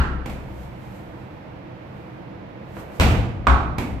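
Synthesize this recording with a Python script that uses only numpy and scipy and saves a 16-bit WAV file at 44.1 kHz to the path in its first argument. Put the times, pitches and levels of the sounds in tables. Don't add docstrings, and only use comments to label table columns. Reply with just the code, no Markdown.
import sys
import numpy as np
from scipy import signal
from scipy.fft import rfft, irfft, next_fast_len
from scipy.io import wavfile

SR = 44100
rng = np.random.default_rng(int(sys.argv[2]) if len(sys.argv) > 2 else 0)


def log_audio(samples):
    frames = np.atleast_2d(samples).T
    limited = np.clip(frames, -1, 1)
    pcm = np.round(limited * 32767).astype(np.int16)
    wavfile.write(sys.argv[1], SR, pcm)


N = 176400
T = np.arange(int(1.4 * SR)) / SR


def amp(db):
    return 10 ** (np.asarray(db) / 20)


def along(points, hz):
    freqs, values = np.transpose(points)
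    return np.interp(np.log(hz + 1), np.log(freqs + 1), values)


def filtered(x, response):
    n = x.shape[-1]
    size = next_fast_len(n + SR // 2)
    return irfft(rfft(x, size) * response(np.fft.rfftfreq(size, 1 / SR)), size)[..., :n]


def add(out, start_s, x):
    i = round(start_s * SR)
    x = x[..., max(-i, 0):N - i]
    out[:, max(i, 0):max(i, 0) + x.shape[-1]] += x


def stereo_noise(n, likeness):
    def mid_side_gains(hz):
        angle = np.arccos(np.clip(along(likeness, hz), -1, 1)) / 2
        return np.array([np.cos(angle), np.sin(angle)])
    mid, side = filtered(rng.standard_normal((2, n)), mid_side_gains)
    return np.array([mid + side, mid - side])


def contact(spectrum, tilt_db=0, size=8192):
    hz = np.fft.rfftfreq(size, 1 / SR)
    cepstrum = irfft(np.log(amp(along(spectrum, hz) + tilt_db * np.log2(hz + 1))))
    cepstrum[1:size // 2] *= 2
    cepstrum[size // 2 + 1:] = 0
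    pulse = irfft(np.exp(rfft(cepstrum)))
    return pulse / np.linalg.norm(pulse)


def mode(hz, db, t60_s, rise_s):
    envelope = np.exp(-np.log(1000) * T / t60_s) * (1 - np.exp(-T / rise_s))
    return amp(db) * np.sin(2 * np.pi * hz * T) * envelope


def at_microphones(pulse, tail, paths):
    room = tail.copy()
    for delay_s, db, left_lag_s in paths:
        room[0, round((delay_s + max(left_lag_s, 0)) * SR)] += amp(db)
        room[1, round((delay_s + max(-left_lag_s, 0)) * SR)] += amp(db)
    return signal.fftconvolve(pulse[None], room, axes=1)[:, :len(T)]


# freq_hz, level_db
VENT_SPECTRUM = [(15, -46), (25, -18), (49, -12), (81, -9.5), (127, 0), (166, -8.5), (194, -0.5),
                 (228, -12.5), (331, -6), (368, -13.5), (399, -17.5), (493, -9.5), (534, -12), (910, -15.5),
                 (1100, -20.5), (2310, -26.5), (5130, -45), (8980, -62.5), (14500, -58.5)]
# freq_hz, likeness
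VENT_LIKENESS = [(60, 1), (150, 0.87), (370, 0.79), (920, 0.076), (2290, 0.12), (5690, -0.065),
                 (14200, 0.79)]

def ventilation(level_db=-37.5, left_lag_s=.0004):
    lags_s = np.array([[left_lag_s], [0]])
    air = filtered(stereo_noise(N, VENT_LIKENESS),
                   lambda hz: amp(along(VENT_SPECTRUM, hz)) * np.exp(-2j * np.pi * hz * lags_s))
    return amp(level_db) * air / np.sqrt(np.mean(air ** 2))


# freq_hz, t60_s
VAULT_DECAY = [(40, 3.25), (160, 1), (420, 1.06), (1100, 0.73), (2900, 0.63), (7000, 0.52), (14000, 0.46)]
# freq_hz, likeness
ROOM_LIKENESS = [(60, 0.89), (150, 0.83), (300, 0.83), (600, 0.8), (1100, 0), (4000, 0.037), (12000, 0)]

def vault(lift_db=0, lift_s=.1, gap_s=.0057):
    hz, t, bands = signal.stft(stereo_noise(len(T), ROOM_LIKENESS), SR, nperseg=512)
    decay = amp(-60 * t / along(VAULT_DECAY, hz)[:, None])
    tail = signal.istft(bands * decay, SR, nperseg=512)[1][:, :len(T)]
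    onset = 1 - np.exp(-(T / gap_s) ** 2)
    return tail * onset * amp(lift_db * np.minimum(T / lift_s, 1))


# peak_s, rise_s, fall_s, level_db
SWISHES = [(.63, 0.2, 0.08, -58), (.84, 0.069, 0.12, -64), (.965, 0.068, 0.093, -61),
           (1.2, 0.11, 0.37, -69.5), (1.97, 0.097, 0.26, -69.5), (2.8, 0.054, 0.042, -51.5),
           (2.96, 0.037, 0.071, -54.5)]
# freq_hz, level_db
CLOTH_SPECTRUM = [(300, -34), (2000, 7), (4500, 3), (8000, -1), (10000, -2.5), (14500, -4)]

def clothes():
    t = np.arange(N) / SR
    envelope = sum(amp(db) * np.exp(np.minimum((t - peak_s) / rise_s, (peak_s - t) / fall_s))
                   for peak_s, rise_s, fall_s, db in SWISHES)
    hiss = filtered(stereo_noise(N, ROOM_LIKENESS), lambda hz: amp(along(CLOTH_SPECTRUM, hz)))
    return envelope * hiss / np.sqrt(np.mean(hiss ** 2))


# start_s, level_db
STEPS = [(2.768, -38), (2.787, -49), (2.9, -45.5)]
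# freq_hz, level_db
STEP_SPECTRUM = [(25, -11), (70, 2), (200, -11), (600, -4), (1500, -10.5), (2600, -20.5), (5000, -46),
                 (14000, -44)]

def steps():
    out = np.zeros((2, N))
    paths = [(0, 28.3, .021), (.003, 23, 0)]  # delay_s, gain_db, left_lag_s
    for start_s, db in STEPS:
        add(out, start_s, amp(db) * at_microphones(contact(STEP_SPECTRUM), vault(), paths))
    body_weight = mode(hz=66, db=-30, t60_s=.35, rise_s=.025)
    add(out, STEPS[1][0] + .012, body_weight)
    return out


# start_s, slap_db, tilt_db_per_octave, knock_hz, knock_db
CATCHES = [(.259, -32, 0.63, 502, -27), (.298, -41, 2.2, 694, -30.5), (3.7835, -25.5, 1, 240, -13)]
# freq_hz, level_db
PALM_SPECTRUM = [(25, -24.5), (60, 5), (120, -4), (200, -5), (300, -7.5), (470, -17), (900, -12.5),
                 (1200, -19), (1750, -23.5), (2250, -18.5), (3100, -29), (6000, -38.5), (10000, -43.5),
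                 (14500, -49.5)]
# delay_s, gain_db, left_lag_s
HAND_PATHS = [(0, 20, 0), (.003, 24, 0), (.038, 12, 0)]

def catches():
    out = np.zeros((2, N))
    for start_s, slap_db, tilt_db, knock_hz, knock_db in CATCHES:
        fingers = amp(5) * np.exp(-T / .0079) * stereo_noise(len(T), ROOM_LIKENESS)
        slap = at_microphones(contact(PALM_SPECTRUM, tilt_db), vault() + fingers, HAND_PATHS)
        knock = mode(knock_hz, knock_db, t60_s=.029, rise_s=.0009)
        echo = amp(-31) * at_microphones(knock, vault(), [])
        add(out, start_s, amp(slap_db) * slap + knock + echo)
    return out


# start_s, level_db
SLAMS = [(2.9989, -17), (3.0008, -19.5)]
# freq_hz, level_db
SLAM_SPECTRUM = [(25, -44), (45, -10), (70, -9), (130, -9), (200, -10.5), (350, -14.5), (400, -21),
                 (490, -15.5), (570, -20), (700, -15.5), (1000, -18), (1450, -20), (1830, -23), (2450, -20),
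                 (3780, -28.5), (7000, -37.5), (14500, -49)]
# delay_s, gain_db, left_lag_s
WALL_PATHS = [(0, 25, -.0002), (0.0121, 18.5, .0002), (.017, 12, -.0002), (.034, 12, 0)]
# delay_s, gain_db
THUMP_ECHOES = [(.001, 2.5), (.046, -2), (.073, -2), (.088, -5), (.123, -5), (.178, -9)]
# pitch_hz, level_db, t60_s, rise_s
WALL_MODES = [(57.5, -27, .9, 0.025), (69, -31, .9, 0.086), (88.6, -18, 1, 0.033),
              (113.65, -15.5, 0.99, 0.022), (128.9, -17, 1, 0.034), (201.5, -28.5, 0.98, 0.033)]

def slams():
    out = np.zeros((2, N))
    crack = contact(SLAM_SPECTRUM)
    for start_s, db in SLAMS:
        add(out, start_s, amp(db) * at_microphones(crack, vault(lift_db=3, lift_s=.2), WALL_PATHS))
    touch_s = SLAMS[0][0]
    thump = mode(hz=78, db=-5, t60_s=.11, rise_s=.0015)
    for delay_s, db in THUMP_ECHOES:
        add(out, touch_s + delay_s, amp(db) * thump)
    add(out, touch_s, sum(mode(*row) for row in WALL_MODES))
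    return out


# start_s, level_db, pitch_ratio, boom_db, ring_tilt_db_per_octave
BOUNCES = [(-.0705, -19.5, 1.2, -6.5, 0), (3.4695, -15, 1.0, -9, -1)]
# freq_hz, level_db
BOUNCE_SPECTRUM = [(25, -49), (60, -3.5), (110, -1.5), (270, -3.5), (480, -14.5), (700, -5), (1200, -2.5),
                   (1500, -5.5), (1750, -13.5), (2400, -15.5), (3000, -23), (3700, -22.5), (4500, -30.5),
                   (8000, -41), (10000, -49.5), (14500, -53)]
# delay_s, gain_db, left_lag_s
FLOOR_PATHS = [(0, 23, 0), (.0019, 22, 0), (.0036, 25, -.0004)]
# pitch_hz, level_db, t60_s
BALL_MODES = [(723, -11.5, 0.92), (849, -12.5, 0.93), (1080, -6, .25), (1110, 4, 0.23), (1163, -1, .42),
              (1290, -1.5, 0.64), (1347, -12.5, 0.24), (1526, -5, 0.17), (1900, -28, 0.15),
              (2385, -7, 0.088), (2642, -20.5, 0.14), (2910, -24.5, .35), (3284, -27.5, 0.24),
              (3540, -23, .2)]
# pitch_hz, level_db, t60_s, rise_s
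FLOOR_MODES = [(34, -17.5, 1.8, 0.049), (65.9, -11.5, 1.32, 0.069), (61.6, -22.5, 2.7, .05)]

def bounces(ping_hz=1180, boom_hz=63.5, swell_s=.054, drop_s=.034):
    out = np.zeros((2, N))
    swell = np.interp(T, [0, swell_s], [.27, 1])
    drop = np.exp(-(np.maximum(T - swell_s, 0) / drop_s) ** 2)
    boom = swell * drop * np.sin(2 * np.pi * boom_hz * T) + sum(mode(*row) for row in FLOOR_MODES)
    ping = mode(ping_hz, db=15, t60_s=.024, rise_s=.002)
    for start_s, db, pitch_ratio, boom_db, tilt_db in BOUNCES:
        pulse = contact([(hz * pitch_ratio, level_db) for hz, level_db in BOUNCE_SPECTRUM])
        slap = at_microphones(pulse, vault(), FLOOR_PATHS)
        ring = np.zeros(len(T))
        for hz, mode_db, t60_s in BALL_MODES:
            tilted_db = mode_db + tilt_db * np.log2(hz / ping_hz)
            ring += rng.choice([-1, 1]) * mode(hz * pitch_ratio, tilted_db, t60_s, rise_s=.0014)
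        echo = at_microphones(ring * np.exp(-T / .026), vault(), [])
        echo *= amp(4.5) * np.linalg.norm(ring) / np.linalg.norm(echo[0])
        add(out, start_s, amp(db) * (slap + ping + amp(-10.5) * (ring + echo)))
        add(out, start_s + .0017, amp(boom_db) * boom)
    return out


# freq_hz, gain_db
PRESENCE = [(4000, 0.5), (5200, -1), (8000, 3), (9800, -2.5), (12500, 6.5), (14500, 4)]

def scene():
    action = slams() + bounces() + catches() + steps() + clothes()
    return ventilation() + filtered(action, lambda hz: amp(along(PRESENCE, hz)))


# freq_hz, left_minus_right_db
MIC_BALANCE = [(60, 5.5), (110, -2), (200, -0.5), (400, -4), (700, -5.5), (1250, -5), (2300, -5.5),
               (4200, -2), (6000, 2), (7700, 20), (10000, 27.5), (14200, 3.5)]

def record(dry, low_cut_hz=25, top_hz=14800):
    def microphones(hz):
        gains = amp(along(MIC_BALANCE, hz) * np.array([[.5], [-.5]]))
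        return gains / np.sqrt(np.mean(gains ** 2, axis=0))
    low_cut = signal.butter(2, low_cut_hz, "highpass", fs=SR, output="sos")
    picked_up = signal.sosfilt(low_cut, filtered(dry, microphones))
    clipped = picked_up / (1 + np.abs(picked_up) ** 8) ** (1 / 8)
    return filtered(clipped, lambda hz: 1 / np.sqrt(1 + (hz / top_hz) ** 240))


dry = scene()
out = record(dry)
log_audio(out)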